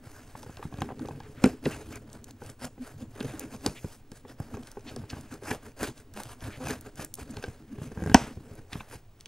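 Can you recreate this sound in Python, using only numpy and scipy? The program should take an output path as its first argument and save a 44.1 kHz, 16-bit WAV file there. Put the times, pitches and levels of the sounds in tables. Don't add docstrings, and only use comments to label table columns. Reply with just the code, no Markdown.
import sys
import numpy as np
from scipy import signal
from scipy.fft import rfft, irfft, next_fast_len
from scipy.io import wavfile
from scipy.ndimage import uniform_filter1d

SR = 44100
rng = np.random.default_rng(int(sys.argv[2]) if len(sys.argv) > 2 else 0)


def elevation(decibels):
    levels = np.asarray(decibels, float)
    return 10 ** (levels / 20)


def waveform_to_disk(signal):
    frames = np.transpose(np.atleast_2d(signal))
    scaled = np.clip(frames, -1, 1) * 32767
    samples = np.round(scaled).astype(np.int16)
    wavfile.write(sys.argv[1], SR, samples)


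N = 408807

# freq_hz, level_db_per_hz
AIR_SPECTRUM = [(20, 0.5), (55, -14), (108, -2.5), (174, -22.5), (240, -18.5), (1200, -32.5), (3000, -39),
                (15500, -48.5), (15900, -76.5)]
AIR_DB = -53.5
# freq_hz, level_db
WHINE = [(15628, -78), (15680, -76.5)]

# time_s, level_db
REST = [(0, -46.5), (0.5, -55.5), (1.3, -39), (1.6, -45), (2.0, -44), (2.5, -57.5), (2.95, -48.5),
        (3.5, -42.5), (4.05, -57.5), (4.5, -54), (4.8, -70), (5.3, -49.5), (5.7, -64), (6.1, -49.5),
        (7.1, -53.5), (7.65, -49), (8.6, -53), (9.05, -70.5)]
REST_RASP_DB, REST_HISS_DB = -21.5, -27
# peak_s, rise_s, fall_s, rasp_db, pad_over_nail_db
DRAGS = [(0.08, 0.078, 1, -58, -9), (0.364, 0.03, 1, -60, 9.5), (0.828, 0.14, 0.11, -53, 22),
         (1.078, 0.15, 0.12, -58, 21.5), (1.455, 0.078, 0.12, -43, 14), (1.671, 0.062, 0.26, -43.5, 7.5),
         (2.491, 0.14, 0.075, -49, 7.5), (3.212, 0.13, 0.39, -48, 7.5), (3.664, 0.041, 0.087, -41.5, 13),
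         (3.93, 0.59, 0.1, -56, -30), (4.415, 0.056, 0.18, -54.5, 9.5), (4.899, 0.13, 0.34, -52, 13.5),
         (5.108, 0.026, 0.27, -49, 6), (5.518, .13, 0.075, -38, 5.5), (5.841, 0.093, 0.1, -35.5, 6),
         (6.174, 0.047, 0.16, -45, -4), (6.443, 0.084, 0.18, -47.5, 10), (6.698, 0.13, 0.12, -37, 9.5),
         (7.205, 0.049, 0.059, -43.5, 6.5), (7.443, 0.047, 0.28, -57.5, -2),
         (7.827, 0.22, 0.51, -59.5, 15.5), (8.13, 0.26, 0.043, -50, 14), (8.2, .05, 0.24, -47.5, 12.5),
         (8.739, 0.055, 0.19, -47, 5.5)]
# peak_s, half_length_s, rasp_db, pad_over_nail_db
FLICKS = [(0.638, 0.03, -65, -7), (1.716, .05, -54, -4), (1.933, 0.085, -47, 9.5), (2.148, 0.1, -57, 11),
          (2.291, 0.041, -54.5, 13), (2.639, 0.06, -42, 2), (2.875, 0.11, -49.5, 0),
          (3.01, 0.058, -54.5, 12), (4.164, 0.078, -58, -16), (4.302, 0.061, -53, 10),
          (4.552, 0.098, -55, 19.5), (4.69, 0.19, -56, 2), (5.34, 0.069, -50, 10),
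          (5.666, 0.082, -50.5, 11.5), (5.99, 0.066, -55, -5), (6.314, 0.064, -46, 1.5),
          (6.578, .06, -56, 6), (3.315, 0.026, -56, 0), (3.413, 0.058, -53.5, 2), (3.541, 0.052, -51.5, 1),
          (7.43, .012, -49, 10), (6.863, 0.092, -53.5, 9), (7.013, 0.069, -40, 5.5),
          (7.3, 0.091, -61.5, 18), (7.37, 0.18, -54, 12.5), (7.837, 0.048, -52.5, -7),
          (8.527, 0.24, -58.5, 12), (8.938, 0.09, -48.5, 2), (9.213, 0.046, -64, 2),
          (9.269, 0.024, -64, 14)]
SWELL_POWER = 1.128
PAD_LINGER = 0.98
HISS_DB, HISS_PER_PAD_DB = -3, -0.1967
# freq_hz, level_db_per_hz
RASP_SPECTRUM = [(330, -13), (560, -9), (659, -9), (1110, -13.5), (1630, -10.5), (1810, -16), (2190, -18.5),
                 (2560, -19.5), (3600, -25.5), (4680, -33.5), (7920, -120)]
# freq_hz, level_db_per_hz
HISS_SPECTRUM = [(1650, -20), (2500, -8), (3400, -11), (4400, -4.5), (5120, 2.5), (5560, -3), (6340, 2),
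                 (7490, -1), (9820, 0), (14600, -6.5), (15600, -14), (16100, -55)]

# freq_hz, level_db, t60_s
PANEL_MODES = [(45, -9, 0.15), (68, -3.5, 0.013), (101, 6, 0.037), (152, -6, 0.1), (203, -4.5, 0.08),
               (250.6, 1.5, 0.054), (315.7, -7.5, 0.067), (406, 1, 0.064), (475.3, -6.5, 0.1)]
# freq_hz, level_db, t60_s
KNOCK_MODES = [(536, -2, 0.02), (656, -10, 0.029), (791, 4.5, 0.029), (880, 1, 0.016), (1047, -3.5, 0.036),
               (1270, -4.5, .02)]
# freq_hz, level_db, t60_s
EDGE_MODES = [(1430, -9, 0.033), (1583, 7.5, 0.034), (1900, 6.5, 0.014), (2298, -4, 0.026),
              (2628, -5, 0.052), (3130, -4.5, 0.019)]
# start_s, knock_peak_db, lead_mode_hz, panel_rel_db, edge_rel_db
KNOCKS = [(0.352, -35, 118, -5.5, -14), (0.627, -35, 241, -15, -9), (0.819, -21, 174, -0.5, -14.5),
          (1.085, -33, 398, 0, -40), (1.4403, -15, 250, 8.5, -8.5), (1.4606, -34.5, 256, 22.5, 0),
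          (1.657, -44.5, 271, 22.5, 11), (1.663, -37.5, 247, 23.5, 3), (3.206, -37, 250, 12.5, 1),
          (3.246, -51.5, 252, 24, -5), (3.661, -24.5, 300, 6, -8), (3.845, -42, 125, 19, -3),
          (4.401, -35, 75.4, 9.5, -15), (4.771, -36, 415, 5.5, -12), (5.131, -37.5, 117, 9.5, -2.5),
          (5.512, -30, 260, 3, 4.5), (5.83, -28.5, 230, 7, -2.5), (6.703, -36, 124, 9, 3.5),
          (6.994, -35, 105, 5, -5), (7.439, -33.5, 460, 2.5, 3), (8.1437, -11, 250, -12, 2),
          (8.1455, -17, 252, -2, 2), (8.755, -35, 76.3, 10, -10)]
# start_s, knock_peak_db, panel_rel_db
CENTRE_TAPS = [(0.069, -48, 9), (0.43, -41, -21), (0.572, -42, 5), (0.653, -45, 18), (0.741, -41, 11.5),
               (1.108, -39.5, 6), (1.203, -38, 0), (1.959, -53, 17), (5.037, -44, 9.5), (5.334, -44, 9.5),
               (6.424, -51, 15.5), (6.669, -32, 2), (7.37, -37, 4.5), (7.481, -47, 19.5),
               (7.784, -46, 14.5), (7.817, -44.5, 17), (8.371, -51, 21), (8.512, -55, 18),
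               (8.729, -40, 5.5), (8.806, -34, -5), (8.954, -51.5, 15)]
# start_s, knock_peak_db, panel_rel_db
HALFWAY_TAPS = [
    (1.153, -55, 2),
    (1.629, -57, 19),
    (2.618, -47, 4),
    (2.779, -53, 12.5),
    (2.817, -58, 12),
    (3.009, -53.5, 13),
    (4.118, -50, 12.5),
    (5.016, -51, 4),
    (6.604, -60, 2),
    (7.916, -45.5, 10),
]
# start_s, knock_peak_db, panel_rel_db
RIM_TAPS = [(0.463, -45.5, 6), (0.593, -43.5, 6), (0.889, -34, -13), (0.903, -37, 0), (0.918, -37, 0.5),
            (1.05, -38.5, 2), (2.419, -38.5, 3.5), (4.25, -43, 3.5), (4.57, -41.5, 5), (4.963, -36, 2.5),
            (5.423, -45, 9), (6.162, -44, 3), (6.869, -43.5, 3.5), (7.185, -41, 2.5), (8.928, -44, -1)]
# start_s, knock_peak_db, panel_rel_db
JUDDER = [
    (7.974, -41, 14.5),
    (7.992, -44.5, 9),
    (8.004, -45.5, 12),
    (8.022, -44, 22),
    (8.038, -39.5, 11.5),
    (8.061, -38.5, 18.5),
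    (8.073, -35, 8.5),
    (8.097, -33, 13.5),
    (8.116, -37.5, 17.5),
]
# start_s, knock_peak_db, panel_rel_db
DEEP_TAPS = [
    (0.495, -41, 9),
    (0.725, -41, 2),
    (0.786, -39, 11),
    (0.995, -41, 1),
    (4.541, -36.5, 4),
    (5.168, -40, 7),
]
# lead_mode_hz, edge_rel_db
PLACES = [(110, -7), (250, -3), (446, -10), (125, -9), (74, -10)]

# freq_hz, level_db_per_hz
CRUNCH_SPECTRUM = [(300, -14.5), (800, 0.1), (1600, -2), (2600, -5), (4500, -13), (9000, -23),
                   (15000, -32.5)]
CRUNCH_DB, CRUNCH_RISE_S, CRUNCH_T60_S = -15.5, 0.001, 0.054
SETTLE_DB, SETTLE_T60_S = -10.5, 0.45

# freq_hz, t60_s
ROOM_DECAY = [(100, 0.042), (500, 0.28), (2000, 0.096), (8000, 0.33), (15000, 0.063)]

# start_s, length_s, centre_hz,
# width_hz, level_db
SCUFFS = [(3.74, 0.068, 2400, 1400, -49.5), (4.855, 0.064, 2500, 2800, -47.5),
          (6.49, 0.11, 2200, 1700, -50), (6.595, 0.056, 810, 820, -49), (8.144, .0022, 6400, 2400, -8),
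          (8.144, .004, 2500, 900, -16), (8.138, .008, 5000, 6000, -48), (3.203, .012, 2600, 1000, -39),
          (5.09, 0.029, 4200, 3700, -44.5), (8.72, 0.026, 2200, 2700, -42), (1.34, .11, 1500, 1800, -55),
          (8.797, 0.018, 3600, 400, -52), (1.7, 0.062, 2600, 900, -47), (4.855, 0.064, 4200, 1400, -53),
          (0.35, 0.011, 1100, 650, -41), (.625, 0.009, 1200, 730, -40), (.885, 0.047, 800, 440, -44.5),
          (8.1455, 0.013, 900, 410, -20), (1.4378, 0.0067, 2450, 460, -26), (1.4385, .007, 4000, 370, -36),
          (1.4385, 0.0066, 6300, 3700, -29.5), (1.442, .024, 2100, 900, -35.5),
          (1.454, .011, 8000, 6100, -39), (1.655, 0.0069, 3900, 500, -40), (1.2, 0.1, 1500, 1800, -57),
          (8.1, 0.056, 2900, 910, -55), (3.28, 0.058, 2300, 900, -54.5), (3.39, 0.066, 2400, 900, -52.5),
          (1.652, 0.015, 2400, 780, -35), (7.3, .022, 7600, 5200, -51), (8.793, 0.024, 2530, 290, -45),
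          (1.9, 0.097, 2300, 790, -51)]

# start_s, peak_db
DULL_TICKS = [(0.5696, -33), (0.6268, -45), (0.7401, -38), (0.7725, -42), (0.7855, -43), (1.0199, -46),
              (1.0573, -38), (1.0853, -38), (1.234, -43), (0.819, -23), (0.9931, -37), (1.2023, -37.5),
              (1.44, -17), (1.655, -24.5), (3.2048, -26.5), (4.6322, -44), (5.1013, -27), (5.508, -27),
              (6.4062, -38.5), (7.369, -25), (7.4393, -25), (8.0724, -37), (8.097, -34), (8.116, -44.5),
              (8.7305, -24.5), (9.2577, -28)]
# start_s, peak_db
SIDE_TICKS = [(0.43, -31.5), (2.1004, -40), (3.1522, -42), (3.6625, -6.5), (3.847, -42), (4.117, -34),
              (4.6713, -33), (4.9618, -26.5), (5.439, -38), (5.9777, -40), (6.707, -20), (8.1443, -17),
              (9.2018, -43.5), (9.208, -32.5)]
# start_s, peak_db
TIP_TICKS = [(1.957, -27), (2.13, -30), (2.242, -33), (2.3083, -32), (2.437, -35.5), (2.4625, -33),
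             (2.4984, -30.5), (2.6521, -24), (4.7149, -34), (5.2094, -34), (5.3395, -32.5), (5.7912, -34),
             (5.8301, -19.5), (6.138, -33), (6.234, -27.5), (6.9563, -38), (8.0381, -34), (8.0621, -36),
             (1.4385, -20), (8.144, -14)]
# start_s, peak_db
FIBRE_SNAPS = [
    (3.3948, -19),
    (4.4006, -33.5),
    (6.8097, -34),
    (7.047, -17.5),
    (7.1397, -17.5),
    (7.153, -27.5),
    (8.553, -40),
]
TICK_HZ = [3350, 5000, 7080, 10400]

# freq_hz, level_db, t60_s
SKIN_MODES = [(900, -7, 0.0099), (1590, -0.5, 0.013), (2520, 1, 0.013), (3900, -11, 0.0064),
              (5040, -3, .008), (6160, 0, 0.0094), (7200, -3, 0.0068), (9300, -3, 0.0063)]
# start_s, peak_db, tilt_db_per_octave
RIDGES = [(0.5144, -48, 0), (0.5264, -43, 0), (0.7567, -44, 0), (0.806, -29, 3), (3.2286, -32, 0),
          (3.246, -31, 3), (3.2564, -41, 0), (3.2864, -41, 0), (3.3089, -35, 0), (3.3224, -42, 0),
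          (3.3364, -44, 0), (3.4054, -35, 3), (3.437, -39, 2), (3.4557, -47, 0), (3.4814, -46, 0),
          (3.5164, -35, 0), (3.5264, -39, 0), (3.5464, -39, 0), (3.563, -35, 5), (3.6074, -48, 0),
          (5.8214, -31, 3), (5.8444, -28, 0), (5.8554, -32, 0), (6.4514, -34, 0), (6.505, -32, -5),
          (6.6184, -42, 5), (6.6544, -34, 0), (6.6703, -22, 1), (6.6851, -19.5, 2), (6.7174, -32, 0),
          (6.7304, -26, 2), (6.739, -31, 0), (7.002, -28, 1), (7.0144, -32, 0), (7.0204, -32, 0),
          (7.1984, -31, -6), (7.2154, -35, -5), (7.2779, -45, 2), (7.3254, -42, 0), (7.3954, -39, 0),
          (7.426, -28, -1), (7.4844, -40, 0),
          (1.0744, -35, 2), (1.4234, -42, 1), (1.7364, -36, 2), (2.2697, -45, 2), (5.4535, -34, 2),
               (5.4664, -36, 2), (5.4734, -34, 2), (5.5144, -22, 2), (5.5374, -33, 2), (5.7114, -50, 2),
               (5.7179, -48, 2), (5.9044, -42, 2), (5.9244, -50, 2), (7.9189, -42, 2), (7.9494, -42, 2),
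               (7.9844, -45, 3), (8.0114, -40, 2), (8.0381, -38, 4), (8.0844, -40, 3), (8.6822, -52, 2),
               (8.7414, -38, 2), (8.9286, -41, 2), (8.9564, -41, 2)]
# start_s, peak_db, tilt_db_per_octave
DRY_RIDGES = [
    (4.539, -42, 1),
    (4.548, -36, 0),
    (4.570, -36, 1),
    (4.794, -44, 3),
    (4.808, -43, 3),
    (7.027, -32, 4),
    (1.628, -46, 1),
    (9.2577, -34, -3),
]

# start_s, length_s, pitch_hz, peak_db
HUMS = [
    (2.61, .08, 250, -35),
    (2.79, .06, 250, -31),
    (3.01, .045, 240, -37),
    (6.13, .1, 210, -42),
]

# start_s, length_s, slips_per_s, peak_db
CREAKS = [
    (6.6, .036, 255, -31),
]
CREAK_PULSE_S = .00027

# freq_hz, level_db, t60_s
JUDDER_SKIN_MODES = [(400, 0, .03), (1600, 2, .026), (1800, -5, .016)]
JUDDER_SKIN_DB = -2

# freq_hz, level_db, t60_s
SNAP_MODES = [(73, 4, .08), (170, -12.5, 0.045), (247, 8, .08), (330, -9.5, .03), (402, -5, .04),
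              (723, 2, .035), (790, 1, 0.04), (900, -1, .028), (1010, -10, .025), (1500, -6.5, 0.029),
              (1711, -11, .03), (1870, -13.5, .03), (2380, -5, .018), (2625, -7, .02)]
SNAP_S, SNAP_DB, SNAP_RISE_CYCLES, SNAP_HOLD_S = 8.145, 3, 0.54, .009


def evened(x):
    return x / np.sqrt(np.mean(x ** 2) + 1e-20)


def read(points, hz):
    table_hz, value = np.transpose(points)
    return np.interp(np.log(hz + 1), np.log(table_hz + 1), value)


def add(mix, start_s, sound):
    part = mix[round(start_s * SR):][:len(sound)]
    part += sound[:len(part)]


def colour(x, points):
    size = next_fast_len(len(x))
    gain = elevation(read(points, np.fft.rfftfreq(size, 1 / SR)))
    return evened(irfft(rfft(x, size) * gain, size)[:len(x)])


def ring(modes, extra_db, phase, rise_s, detune=1):
    t = np.arange(SR // 5)[:, None] / SR
    hz, db, t60_s = np.transpose(modes)
    waves = elevation(db + extra_db - 60 * t / t60_s) * np.sin(2 * np.pi * hz * detune * t + phase)
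    out = (waves * (1 - np.exp(-t / rise_s))).sum(1)
    return out / abs(out).max()


def background():
    t = np.arange(N) / SR
    whine = sum(elevation(db) * np.sqrt(2) * np.sin(2 * np.pi * hz * t) for hz, db in WHINE)
    return elevation(AIR_DB) * colour(rng.standard_normal(N), AIR_SPECTRUM) + whine


def effort():
    t = np.arange(0, N + 64, 64) / SR
    rest = elevation(np.interp(t, *np.transpose(REST)))
    pad, rasp, hiss = rest, rest * elevation(REST_RASP_DB), rest * elevation(REST_HISS_DB)
    flicks = [(s, half_s, half_s, db, pad_db) for s, half_s, db, pad_db in FLICKS]
    for s, rise_s, fall_s, db, pad_db in DRAGS + flicks:
        away = np.where(t < s, (s - t) / rise_s, (t - s) / fall_s) ** SWELL_POWER
        nail = elevation(db) * np.clip(1 - away, 0, 1) ** 2
        pad = pad + elevation(db + pad_db) * np.clip(1 - away / PAD_LINGER, 0, 1) ** 2
        rasp = rasp + nail
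        hiss = hiss + nail * elevation(HISS_DB + HISS_PER_PAD_DB * pad_db)
    return [np.interp(np.arange(N) / SR, t, level) for level in (pad, rasp, hiss)]


def patchy(x, patch_db, frames, bins):
    z = signal.stft(x, nperseg=1024)[2]
    field = rng.standard_normal(z.shape)
    field = evened(uniform_filter1d(uniform_filter1d(field, frames, 1), bins, 0))
    return evened(signal.istft(z * elevation(patch_db * field), nperseg=1024)[1][:N])


def strokes():
    pad, rasp, hiss = effort()
    clumps = evened(uniform_filter1d(uniform_filter1d(rng.standard_normal(N), 300), 300))
    grain = evened(uniform_filter1d(uniform_filter1d(rng.standard_normal(N), 50), 50))
    dense = rng.standard_normal(N) * elevation(2.37 * clumps + 0.98 * grain)

    slip_size = elevation(3.5 * np.minimum(rng.exponential(1, N), 2.5))
    slips = rng.standard_normal(N) * slip_size * (rng.random(N) < 400 / SR)
    slips = evened(signal.lfilter([1], [1, -.8], slips) * rng.standard_normal(N))

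    panel_hz = np.transpose(PANEL_MODES)[0]
    rub_db = -11.0 * (panel_hz < 90) - 6.0 * (panel_hz > 350)
    body = ring(PANEL_MODES, rub_db, rng.uniform(0, 2 * np.pi, len(PANEL_MODES)), 0.00046)
    rubbing = pad * patchy(dense + 0.68 * slips, 5.0, frames=3, bins=3)
    low = signal.oaconvolve(rubbing, body / np.linalg.norm(body))[:N]

    fibres = patchy(dense + 0.4 * slips, 1.9, frames=5, bins=24)
    nail_rasp = elevation(-1.0) * rasp * colour(fibres, RASP_SPECTRUM)
    nail_hiss = elevation(-1.5) * hiss * colour(fibres, HISS_SPECTRUM)
    return elevation(-4.5) * low + nail_rasp + nail_hiss


def all_taps():
    rows = list(KNOCKS)
    for place_taps, (hz, edge_db) in zip([CENTRE_TAPS, HALFWAY_TAPS, RIM_TAPS, JUDDER, DEEP_TAPS], PLACES):
        rows += [(s, db, hz, panel_db, edge_db) for s, db, panel_db in place_taps]
    return sorted(rows)


def taps():
    out, rows = np.zeros(N), all_taps()
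    luck = rng.standard_normal((len(rows), 3, len(PANEL_MODES)))
    panel_hz = np.transpose(PANEL_MODES)[0]
    knock_n, edge_n = len(KNOCK_MODES), len(EDGE_MODES)
    pressed = 0.38 + 0.83 * np.exp(-np.arange(SR // 5) / SR / 0.017)
    for (s, db, hz, panel_db, edge_db), (share, phase, spot) in zip(rows, luck):
        detune = 1 + 0.049 * spot[:edge_n]
        lead_db = -9.0 * abs(np.log2(panel_hz / hz)) + 2.0 * share - 7.0 * (panel_hz < hz / 2)
        knock = ring(KNOCK_MODES, 2.1 * share[:knock_n], 1.6 * phase[:knock_n], 0.00098, detune)
        panel = ring(PANEL_MODES, lead_db, .5 * phase + .94, 0.0026)
        edge = ring(EDGE_MODES, 3.2 * share[:edge_n], 2.0 * phase[:edge_n], 0.0016, detune[::-1])
        sound = knock + elevation(panel_db) * panel + elevation(edge_db) * edge
        add(out, s, elevation(db) * sound * pressed)
    return out


def crunch():
    out, rows, t = np.zeros(N), all_taps(), np.arange(8192) / SR
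    dying = elevation(-60 * t / CRUNCH_T60_S) + elevation(SETTLE_DB - 60 * t / SETTLE_T60_S)
    shape = (1 - np.exp(-t / CRUNCH_RISE_S)) * elevation(CRUNCH_DB) * dying
    for (s, db, _, _, edge_db), noise in zip(rows, rng.standard_normal((len(rows), len(t)))):
        add(out, s, elevation(db + edge_db) * shape * colour(noise, CRUNCH_SPECTRUM))
    return out


def room(x):
    echoes = np.zeros(SR // 2)
    at = np.arange(200, SR // 2 - 20, 20)
    echoes[at + rng.integers(0, 20, len(at))] = rng.choice([-1., 1.], len(at))
    hz, t, z = signal.stft(echoes, SR, nperseg=256)
    decay = elevation(-60 * t / read(ROOM_DECAY, hz)[:, None])
    tail = signal.istft(z * decay, SR, nperseg=256)[1]
    return signal.oaconvolve(x, tail / np.linalg.norm(tail))[:N]


def scuffs():
    out = np.zeros(N)
    for s, length_s, hz, width_hz, db in SCUFFS:
        grit = rng.standard_normal((2, SR // 8))[:, :round(length_s * SR)]
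        rough = grit[0] * elevation(0.97 * evened(uniform_filter1d(grit[1], 90)))
        band = evened(signal.filtfilt(*signal.iirpeak(hz, hz / width_hz, SR), rough))
        add(out, s, elevation(db) * band * signal.windows.hann(len(band)))
    return out


def all_ticks():
    kinds = zip([DULL_TICKS, SIDE_TICKS, TIP_TICKS, FIBRE_SNAPS], TICK_HZ)
    return sorted((s, db, hz) for rows, hz in kinds for s, db in rows)


def ticks():
    out, rows, t = np.zeros(N), all_ticks(), np.arange(1024) / SR
    bins_hz = np.fft.rfftfreq(len(t), 1 / SR)
    for (s, db, hz), noise in zip(rows, rng.standard_normal((len(rows), len(t)))):
        crack = noise * (elevation(-60 * t / 0.013) * 0.2 + 0.5 * np.exp(-t / 0.000073))
        shape_db = -7.0 * abs(np.log2((bins_hz + 50) / hz)) ** 0.91
        shape_db -= 2.4 * (bins_hz / 10000) ** 3 * (10000 / hz - .9)
        shape_db -= 5.8 * hz / 10000 * np.clip(np.log2(hz / (bins_hz + 50)) - .6, 0, None)
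        crack = irfft(rfft(np.roll(crack, 44)) * elevation(shape_db))
        add(out, s - .0004, elevation(db) * crack / abs(crack).max())
    return out


def ridges(rows):
    out, octaves = np.zeros(N), np.log2(np.transpose(SKIN_MODES)[0] / 3000)
    luck = rng.standard_normal((len(rows), 3, len(SKIN_MODES)))
    for (s, db, tilt_db), (share, phase, spot) in zip(rows, luck):
        skin = ring(SKIN_MODES, tilt_db * octaves + 1.8 * share, 2 * phase, .0004, 1 + .02 * spot)
        add(out, s, elevation(db - 5.5) * skin[:1500])
    return out


def hums():
    out = np.zeros(N)
    for s, length_s, hz, db in HUMS:
        t = np.arange(0, length_s, 1 / SR)
        add(out, s, elevation(db) * np.sin(2 * np.pi * hz * t) * signal.windows.hann(len(t)))
    return out


def creaks():
    out = np.zeros(N)
    x = np.arange(-200, 400) / SR / CREAK_PULSE_S
    push = np.exp(-x ** 2 / 2) - .3 * np.exp(-(x / 4.0 - .8) ** 2)
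    for s, length_s, rate_hz, db in CREAKS:
        for slip_s in np.arange(0, length_s, 1 / rate_hz):
            grip = np.minimum(.4 + slip_s / .006, 1)
            add(out, s + slip_s - 200 / SR + .0012, elevation(db) * grip * push)
    return out


def judder_skin():
    out = np.zeros(N)
    for s, db, panel_db in JUDDER:
        add(out, s, elevation(db + panel_db / 2 + JUDDER_SKIN_DB) * ring(JUDDER_SKIN_MODES, 0, 0, .0008))
    return out


def snap():
    out, t, hz = np.zeros(N), np.arange(SR // 5) / SR, np.transpose(SNAP_MODES)[0]
    free = 0.24 + 0.97 / (1 + (t / SNAP_HOLD_S) ** 6)
    lid = ring(SNAP_MODES, 0, rng.uniform(-0.9, 1, len(hz)), SNAP_RISE_CYCLES / hz)
    add(out, SNAP_S, elevation(SNAP_DB) * free * lid)
    return out


def scene():
    box = taps() + ticks() + strokes() + scuffs() + snap()
    box += ridges(RIDGES) + creaks() + judder_skin() + hums()
    box = signal.lfilter(*signal.butter(2, 42, "high", fs=SR), box)
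    heard = box + elevation(-19.0) * room(box) + background() + crunch() + ridges(DRY_RIDGES)
    return np.array([heard, heard])


def low_pass(x):
    return signal.sosfilt(signal.butter(12, 16790, fs=SR, output="sos"), x)


def record(dry):
    rounded = dry / (1 + dry ** 6) ** (1 / 6)
    lowpass = signal.firwin(255, 16400, window=("kaiser", 9), fs=SR)
    heard = signal.oaconvolve(rounded, lowpass[None], "same")
    late = np.roll(heard[1], 1)
    highpass = signal.butter(1, 350, "high", fs=SR, output="sos")
    side = signal.sosfiltfilt(highpass, heard[0] - late) / 2
    mix = (heard[0] + late) / 2 + np.array([side, -side])
    return low_pass(mix)


dry = scene()
out = record(dry)
waveform_to_disk(out)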